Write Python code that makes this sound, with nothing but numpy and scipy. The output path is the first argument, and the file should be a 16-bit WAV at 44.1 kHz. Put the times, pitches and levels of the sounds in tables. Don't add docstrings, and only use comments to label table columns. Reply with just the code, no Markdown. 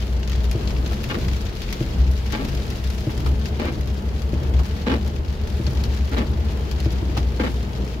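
import sys
import numpy as np
from scipy import signal
from scipy.fft import rfft, irfft
from scipy.io import wavfile
from scipy.ndimage import uniform_filter1d

SR = 44100
rng = np.random.default_rng(int(sys.argv[2]) if len(sys.argv) > 2 else 0)


def unload_audio(sound):
    columns = np.transpose(np.atleast_2d(sound))
    steps = np.round(np.clip(columns, -1, 1) * 32767)
    wavfile.write(sys.argv[1], SR, steps.astype(np.int16))


N = 352800
TIME = np.arange(N) / SR


# hz, level_db
ROAD_OUTLINE = [(53, -25.5), (88, -2), (108, -9.5), (128, -4.5), (170, -15), (196, -6), (216, -6.5),
                (250, -16), (446, -14.5), (549, -21.5), (631, -20), (725, -25), (881, -23.5), (985, -27.5),
                (2500, -39.5), (3250, -36.5), (5500, -120)]
# time_s, level_db, pitch_hz
CABIN_BOOM = [(0, -25, 60.1), (.45, -19.5, 60.8), (.62, -20, 62), (.88, -19.5, 63), (1.05, -29.5, 64.2),
              (1.3, -23, 64.5), (1.6, -34, 65), (2.24, -19, 63), (2.37, -26, 63), (2.56, -32, 62),
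              (2.69, -35, 62.76), (2.9, -15, 63.6), (3.07, -38, 64.34), (3.6, -28, 65.74),
              (4.0, -21.5, 63.87), (4.35, -22.5, 63.5), (5.55, -24, 66.2), (5.95, -19, 63.8),
              (6.3, -22, 63.73), (6.9, -20, 63.2), (7.3, -18.5, 62.66), (7.72, -24.5, 61.4), (8, -29, 61.4)]
# time_s, level_db
BODY_SHAKE = [(0.0, -43), (0.13, -35), (0.53, -30), (3.54, -31), (3.56, -38), (4.92, -39), (4.99, -48),
              (5.24, -26), (6.46, -46), (6.53, -43), (7.8, -61), (8.0, -36)]
# hz, side_minus_mid_db
CABIN_WIDTH = [(30, -30), (65, -20), (125, -11), (250, -12.5), (500, -5), (1000, 2), (2000, 1), (16000, -1)]
# time_s, firing_hz, level_db
ENGINE_HUM = [(0, 60.94, -29.5), (.6, 61.87, -36), (1.3, 64, -27), (2.1, 64.54, -45.5), (3.3, 73.25, -31.5),
              (3.8, 73, -31.5), (5.3, 73.22, -27.5), (6.8, 75.03, -31.5), (7.5, 62.8, -42), (8, 60.6, -40)]
# multiple (of firing_hz), level_db
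ENGINE_ORDERS = [(1, 1.5), (2, -17.5), (3, -22.5)]
# pitch_hz, level_db
DRIVE_WHINES = [(837, -69), (1379, -78), (1623, -79), (1777, -83)]
# time_s, wash_db
RAIN_WASH = [(0, -44), (.18, -48), (.32, -46), (1.1, -43.5), (2.15, -44.5), (2.48, -42), (3.1, -46),
             (3.7, -47), (4.0, -50), (4.5, -48.5), (4.76, -44), (5.2, -50), (5.87, -44.5), (6.35, -47.5),
             (6.85, -45.5), (7.28, -47), (7.55, -45.5), (8, -48.5)]
# start_s, level_db, tick_db (re level), pan_db (left minus right), ring_hz, ring_db (re level)
HEAVY_DROPS = [(.2305, -30, -21, 1, 2900, -2.5), (.2755, -30, -10, 5, 2690, -6),
               (.2972, -29, -9, 0, 3120, -4), (.318, -30, -9, 0, 1890, -3),
               (.3303, -28.5, -16, 1, 2300, -4), (.4419, -33, -8, 1, 3600, -6),
               (.5133, -28, -3, 4, 2420, -1), (.6744, -28.5, -22, 4, 4040, 2),
               (.7055, -28.5, -20, 1, 3050, -7), (.764, -35, -19, 2, 2300, 3),
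               (.8612, -27.5, -14, -1, 3070, -7), (.9315, -29.5, -11, 3, 1803, -3),
               (1.033, -33, -7, -2, 2624, -8), (1.0401, -27, -8, 3, 2560, -4),
               (1.1865, -34, -6, -1, 1640, -13), (1.2131, -32, -12, 2, 3500, -4),
               (1.283, -28.5, -12, 7, 1750, -9), (1.3344, -32.5, -9, 2, 3300, -4),
               (1.4085, -36, -9, 4, 4690, 3), (1.6182, -27.5, -11, 2, 3400, -11),
               (1.727, -25, -4, 3, 1945, -4), (2.2643, -32.5, -10, -1, 3040, -5),
               (2.3057, -40, -14, 0, 3800, -2), (2.323, -26, -7, 10, 2100, -14),
               (2.7031, -31.5, -5, 2, 1680, -8), (2.8404, -33, -6, 1, 3004, -2),
               (2.8734, -33.5, -10, 4, 3700, -8), (3.1175, -36, -8, 2, 3400, -4),
               (3.1772, -34, -5, 2, 3260, -4), (3.2626, -35, -16, 1, 4380, 5),
               (3.457, -26.5, -11, 3, 3140, -6), (3.8092, -35, -6, 1.5, 2000, -3),
               (3.874, -33.5, -10, -2, 2710, -7), (4.219, -33, -10, 4, 2560, -14),
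               (4.339, -36, -9, 2, 2500, -2), (4.5386, -36, -10, 2, 3374, -1),
               (4.5918, -33, -14, 4, 1894, -6), (5.0773, -37, -2, 4, 1808, -6),
               (5.6664, -26, -18, 0, 4333, 2), (5.7735, -34, -14, 2, 3300, -3),
               (5.8376, -26.5, -11, -1, 4440, 3), (5.9384, -34, -14, 4, 3600, -4.5),
               (6.1823, -31, -11, 3, 2855, -2), (6.7131, -32, -4.5, 9, 4540, 1),
               (6.8024, -32, -6, 3, 4360, 3), (6.9275, -35, -6, 0, 1573, -10),
               (7.1755, -23.5, -15, -1, 4300, -3)]
# multiple (of ring_hz), level_db
SPOT_MODES = [(.7, -15), (1, -4), (1.16, -8), (1.36, -14.5), (2.2, -12)]
# hz, level_db
GLASS_OUTLINE = [(200, -0.5), (600, -5), (1200, -2.5), (2000, 0.5), (3000, 0.5), (4500, -1), (6500, -5),
                 (8500, -17.5), (16000, -33)]
# hz, level_db
SPLASH_OUTLINE = [(1000, -82), (5000, 4.5), (7000, 6.5), (8800, -2), (11000, 4.5), (14000, 0.5),
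                  (16000, -3.5)]
# hz, level_db
SPRAY_OUTLINE = [(500, -3), (1500, 2.5), (2700, 1.5), (4500, 0.5), (6500, -10), (8800, -23), (15000, -19)]
# flip_s, thump_db, out_drag_db, out_boom_db, back_drag_db, back_boom_db
WIPER_CYCLES = [(0.5501, -19, -29, -32, -30, -17), (1.807, -17, -28.5, -14.5, -30.5, -23),
                (3.0693, -16, -28, -13.5, -30, -21.5), (4.3304, -17.5, -29, -16.5, -33, -31),
                (5.596, -19.5, -29.5, -35, -29, -28), (6.859, -17, -27.5, -24, -29.5, -30)]
# start_s, level_db, rattle_db (re level)
BODY_BUMPS = [(3.72, -26.5, -22), (3.779, -28, -20), (4.41, -26.5, -22), (5.672, -23.5, -10),
              (6.23, -25, -8.5), (7.024, -26, -10), (7.176, -22, -17)]
# pitch_hz, t60_s, level_db
ARM_MODES = [(121.3, 0.1, 2.5), (224, 0.044, -34), (288, 0.049, -4), (321, 0.096, -4.5), (436, 0.039, -20),
             (598, 0.036, -8.5)]
# hz, level_db
LINKAGE_OUTLINE = [(200, 2), (450, 2.5), (1100, -9), (1800, -21), (6000, -44)]
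# hz, level_db
GROWL_OUTLINE = [(100, -24.5), (190, -2.5), (220, 13), (248, 4.5), (290, 5.5), (350, -0.5), (470, -1),
                 (700, -12.5), (2000, -43.5)]
# hz, level_db
DRAG_OUTLINE = [(50, -29.0), (90, 4.5), (130, 12.5), (170, 2.5), (220, -2.5), (320, -2),
                (500, -18.0), (900, -17.0), (4000, -50.0)]
# start_s, level_db, ring_hz
ROOF_DRIPS = [(.91, -33.5, 620), (3.259, -29, 953), (4.591, -32.5, 850), (7.167, -27.5, 700)]
# hz, level_db
TAP_OUTLINE = [(300, -11), (650, 3.0), (950, 0.0), (1300, -2), (1700, -18), (3000, -8), (8000, -28)]
# start_s, length_s, rasp_db, growl_db, growl_hz, squeak_db (re rasp)
BLADE_JUDDERS = [(1.097, 0.022, -25.5, -30, 223, -6), (1.141, 0.016, -26.5, -28, 331, -12),
                 (1.168, .016, -51, -27, 200, -10), (2.33, 0.026, -26.5, -29.5, 306, -7),
                 (2.369, 0.027, -36.5, -39, 270, -6), (2.395, .026, -36, -27, 263, -5),
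                 (2.433, .016, -38, -27.5, 250, -10), (3.093, 0.01, -32.5, -41, 318, -9),
                 (3.593, 0.015, -27.5, -27, 344, -7), (3.616, 0.024, -36.5, -33.5, 607, -3),
                 (3.645, .052, -31, -31, 328, -5.5), (4.863, 0.008, -24.5, -24, 252, -5.5),
                 (4.875, 0.0068, -24, -25, 250, -7), (4.893, .018, -28, -23.5, 246, -3),
                 (4.9135, 0.0066, -22.5, -22, 237, -3.5), (4.933, 0.0081, -27, -21, 255, -6),
                 (4.955, 0.014, -39, -28, 235, -12), (6.119, 0.028, -29.5, -27, 267, -8),
                 (6.166, .026, -24.5, -19.5, 233.4, -9), (6.203, .019, -33, -27, 256, -5),
                 (7.394, 0.024, -25.5, -22, 224, -7), (7.434, .019, -26, -20.5, 240, -8),
                 (7.462, .018, -30, -28, 250, -8)]
# hz, level_db
RUBBER_OUTLINE = [(200, -31.5), (450, 12), (700, 3), (1200, 4), (2300, 0), (3100, -4), (4700, -9.5),
                  (7000, -24.5), (12000, -41)]
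# pitch_hz, level_db, release_s, stray (rms share of pitch)
BLADE_MODES = [(842, 4, 0.022, 0.0055), (1148, 2, 0.012, .025), (1400, -5, .01, .02),
               (1600, 0, 0.015, 0.013), (1798, -1, 0.014, 0.011), (2124, -2, 0.008, 0.036),
               (2296, -3, 0.015, 0.011), (2930, -1.5, .008, 0.0195), (3350, -7, .006, 0.031),
               (3900, -9, .006, .02)]

WHINE_WAVER = 0.0136
HUM_WAVER_DB = 2
FLURRY_DB, FLURRIES_PER_S = 0.1, 20
MIST_DB, USUAL_WASH_DB = -57.5, -46.5
MIST_GROWTH = .75
TURN_S, OUT_S, BACK_S = 0.552, 0.38, 0.27
SWELL_LAG_S, SWELL_S = 0.22, 0.076
FLIP_RATTLE_DB = -23
SCREEN_DB = -3.5
TOP_HZ = 15600


def undb(db):
    return 10 ** (np.asarray(db) / 20)


def unit(x):
    return x / np.sqrt(np.mean(x ** 2))


def curves(table):
    s, *columns = np.transpose(table)
    return [np.interp(TIME, s, column) for column in columns]


def add(bus, s, sound):
    i = max(int(s * SR), 0)
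    bus[..., i:i + sound.shape[-1]] += sound[..., :max(N - i, 0)]


def pan(db):
    return undb(np.array([[db], [-db]]) / 2)


def noise():
    return rng.standard_normal((2, N))


def walk(rate):
    k = int(SR / rate)
    steps = np.repeat(rng.standard_normal(N // k + 1), k)
    return unit(uniform_filter1d(uniform_filter1d(steps, k), k)[:N])


def gains(points, hz):
    f, db = np.transpose(points)
    return undb(np.interp(np.log(hz + 1), np.log(f), db))


def colour(x, points, size=4096):
    cepstrum = irfft(np.log(gains(points, np.arange(size // 2 + 1) * SR / size)))
    cepstrum[1:size // 2] *= 2
    cepstrum[size // 2 + 1:] = 0
    response = irfft(np.exp(rfft(cepstrum)))
    response = response / np.linalg.norm(response)
    return signal.oaconvolve(x, response[None], axes=1)[:, :N]


def resonate(x, hz, width):
    return signal.lfilter(*signal.iirpeak(hz, hz / width, fs=SR), x)


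def cabin(x):
    mid, side = rfft(x)
    share = gains(CABIN_WIDTH, np.arange(len(mid)) * SR / N)
    ears = np.array([mid + share * side, mid - share * side])
    return irfft(ears / np.sqrt(1 + share ** 2), N)


def rumble(hz, width):
    once = resonate(noise(), hz, width)
    return unit(resonate(once, hz, 1.4 * width))


def road(drone_db=-3.5, loose_db=-10.0, throb_db=2.5):
    boom_db, hz = curves(CABIN_BOOM)
    strength = np.hypot(undb(boom_db), swells())
    phase = 2 * np.pi * np.cumsum(hz + 1.39 * walk(20)) / SR
    drone = np.sqrt(2) * np.sin(phase) * undb(drone_db + throb_db * walk(24))
    boom = strength * undb(loose_db) * rumble(62.0, 43.0)
    shake = undb(curves(BODY_SHAKE)[0]) * rumble(48.4, 37)
    roar = unit(colour(noise(), ROAD_OUTLINE)) * undb(-30.5 + 1.0 * walk(9))
    return strength * drone + cabin(boom + shake + roar)


def engine():
    hz, db = curves(ENGINE_HUM)
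    phase = 2 * np.pi * np.cumsum(hz) / SR
    hum = sum(undb(db + order_db) * np.sin(multiple * phase) for multiple, order_db in ENGINE_ORDERS)
    whine = np.zeros(N)
    for pitch_hz, line_db in DRIVE_WHINES:
        line_phase = 2 * np.pi * np.cumsum(pitch_hz * (1 + WHINE_WAVER * walk(40))) / SR
        whine += undb(line_db + 2 * walk(4.4)) * np.sin(line_phase)
    return np.sqrt(2) * (hum * undb(HUM_WAVER_DB * walk(12) + 0.5) + whine)


def patter(wash_db, per_second, top_db, range_db, tick_db, scatter_db=4, ring_db=-3):
    count = int(per_second * N / SR)
    when, size, bright, side, spot = rng.random((count, 5)).T
    s = when * N / SR
    spread_db = np.minimum(-scatter_db * np.log(1 - size) - range_db, 0)
    db = np.interp(s, TIME, wash_db) + top_db + spread_db
    ticks_db = tick_db + 20 * (bright - .5)
    pan_db = 3 + 10 * (side - .5)
    rings_db = ring_db - 8 * (bright - .5)
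    return np.column_stack([s, db, ticks_db, pan_db, 1500 + 3500 * spot, rings_db])


def ping(hz, t60=0.016, stray=0.074, contact_s=0.00041, ear_spread=1.0):
    t = TIME[:1400]
    ratio, db = np.transpose(SPOT_MODES)
    modes_hz = hz * ratio * (1 + stray * (ratio - 1) * rng.standard_normal(len(SPOT_MODES)))
    strength = undb(db) * np.exp(1j * ear_spread * rng.standard_normal((2, len(SPOT_MODES))))
    ring = (strength @ np.exp(2j * np.pi * np.outer(modes_hz, t))).imag
    return ring * undb(-60 * t / t60) * (1 - np.exp(-t / contact_s))


def rain(ring_t60=0.072, tick_t60=0.024, crack=4.14, scatter_db=-5.5, echo_s=0.0048, echo_db=-10):
    wash_db = curves(RAIN_WASH)[0] + FLURRY_DB * walk(FLURRIES_PER_S)
    mist_db = MIST_DB + MIST_GROWTH * (wash_db - USUAL_WASH_DB)
    small = patter(wash_db, per_second=130, top_db=7.5, range_db=7.5, tick_db=-13.5)
    medium = patter(wash_db, per_second=7, top_db=11.5, range_db=8.5, tick_db=-13.5)
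    t = TIME[:4400]
    tail = .1 * undb(-60 * t / .2)
    ring = undb(-60 * t / ring_t60) + tail
    tick = undb(-60 * t / tick_t60) + tail
    glass, splash = np.zeros((2, 2, N))
    for s, db, bright_db, pan_db, hz, ring_db in np.vstack([HEAVY_DROPS, medium, small]):
        grain = rng.standard_normal((2, len(t)))
        grain[:, 0] = crack
        spot = ping(hz) * undb(db + ring_db) * pan(pan_db)
        add(glass, s, grain * ring * undb(db + scatter_db) * pan(pan_db))
        add(glass, s, spot)
        add(glass, s + echo_s * (.5 + rng.random()), undb(echo_db) * spot[::-1])
        add(splash, s, grain * tick * undb(db + bright_db))
    spray = colour(noise(), SPRAY_OUTLINE) * undb(wash_db + 0.83 + 0.87 * walk(25))
    splash += noise() * undb(mist_db + 1.0 + 1.6 * walk(13))
    return (colour(glass, GLASS_OUTLINE) + spray) * pan(2.2) + colour(splash, SPLASH_OUTLINE) * pan(-2.5)


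def thud(detune=0.021, contact_s=0.0043):
    t = TIME[:SR // 4]
    tuning = 1 + detune * rng.standard_normal(len(ARM_MODES))
    modes = sum(undb(db - 60 * t / t60) * np.sin(2 * np.pi * hz * k * t)
                for (hz, t60, db), k in zip(ARM_MODES, tuning))
    return -modes * (1 - np.exp(-t / contact_s))


def knocks(rattle_t60=0.069, tail_db=-16, tail_t60=0.22):
    out, t = np.zeros((2, N)), TIME[:SR // 4]
    rattle, tail = np.zeros((2, N))
    flips = [(s, db, FLIP_RATTLE_DB) for s, db, *_ in WIPER_CYCLES]
    for s, db, rattle_db in np.vstack([flips, BODY_BUMPS]):
        add(out, s, undb(db + 6.0) * thud()[None])
        add(rattle, s, undb(db + rattle_db - 60 * t / rattle_t60))
        add(tail, s, undb(db + tail_db - 60 * t / tail_t60))
    linkage = colour(noise() * rattle, LINKAGE_OUTLINE)
    shudder = colour(noise() * tail, GROWL_OUTLINE)
    return out + cabin(2 * linkage + shudder)


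def strokes():
    drag = np.zeros(N)
    for s, _, out_db, _, back_db, _ in WIPER_CYCLES:
        for start, length, db in (s, OUT_S, out_db), (s + TURN_S, BACK_S, back_db):
            add(drag, start, undb(db) * np.sqrt(np.hanning(int(length * SR))))
    return drag * unit(colour(noise(), DRAG_OUTLINE))


def swells():
    def swell(s, db):
        return undb(db) * np.exp(-.5 * ((TIME - s - SWELL_LAG_S) / SWELL_S) ** 2)

    return sum(swell(s, out_db) + swell(s + TURN_S, back_db)
               for s, _, _, out_db, _, back_db in WIPER_CYCLES)


def drips(ring_t60=0.12, ring_width_hz=260, ring_db=-3, tap_db=2):
    taps, rings = np.zeros((2, 2, N))
    t = TIME[:SR // 4]
    for s, db, hz in ROOF_DRIPS:
        blow = undb(db - 60 * t / ring_t60) * (1 - np.exp(-t / 0.0013))
        hollow = unit(resonate(rng.standard_normal((2, len(t))), hz, ring_width_hz))
        add(taps, s, blow * undb(tap_db))
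        add(rings, s, blow * undb(tap_db + ring_db) * hollow)
    return rings + taps * colour(noise(), TAP_OUTLINE)


def judders(slip_hz=170, attack_s=0.0016, release_s=0.012, glide=0.011, growl_release_s=0.021,
            uneven_db=3, rasp_db=-2, growl_noise_db=-4):
    rasp, growl, squeak, screen = np.zeros((4, 2, N))
    t = TIME[:SR // 4]

    def envelope(length, release):
        return (1 - np.exp(-t / attack_s)) * np.exp(-np.maximum(t - length, 0) / release)

    def ring(hz, bend, c, stray):
        return np.sin(2 * np.pi * (hz * (1 + stray * c[0]) * bend + c[2:]))

    for s, length, db, growl_db, growl_hz, squeak_db in BLADE_JUDDERS:
        shudder = undb(growl_db) * envelope(length, growl_release_s)
        add(rasp, s, undb(db) * envelope(length, release_s))
        add(growl, s, shudder)
        bend = np.cumsum(1 + glide * np.tanh(2 * t / length - 1)) / SR
        chance = rng.standard_normal((len(BLADE_MODES) + 1, 4, 1))
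        modes = np.zeros((2, len(t)))
        for (hz, mode_db, release, stray), c in zip(BLADE_MODES, chance):
            mode_gain = undb(mode_db + uneven_db * c[1])
            modes += mode_gain * ring(hz, bend, c, stray) * envelope(length, release)
        add(squeak, s, undb(db + squeak_db - 6) * modes)
        add(screen, s, shudder * undb(SCREEN_DB) * unit(ring(growl_hz, bend, chance[-1], 0.031)))
    cycle = np.cumsum(slip_hz * (1 + 0.25 * walk(200))) / SR % 1
    slips = unit(np.exp(-cycle / .5) * undb(walk(150)))
    rasping = rasp * undb(rasp_db) * colour(noise() * slips, RUBBER_OUTLINE)
    growling = growl * undb(growl_noise_db) * colour(noise() * slips, GROWL_OUTLINE)
    return slips ** 0.089 * squeak + screen + rasping + growling


def scene():
    body = road() + engine() + knocks() + cabin(strokes() + drips() + judders())
    return body * pan(1.7) + rain()


def record(dry):
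    return signal.sosfilt(signal.ellip(8, .2, 70, TOP_HZ, fs=SR, output="sos"), dry)


dry = scene()
out = record(dry)
unload_audio(out)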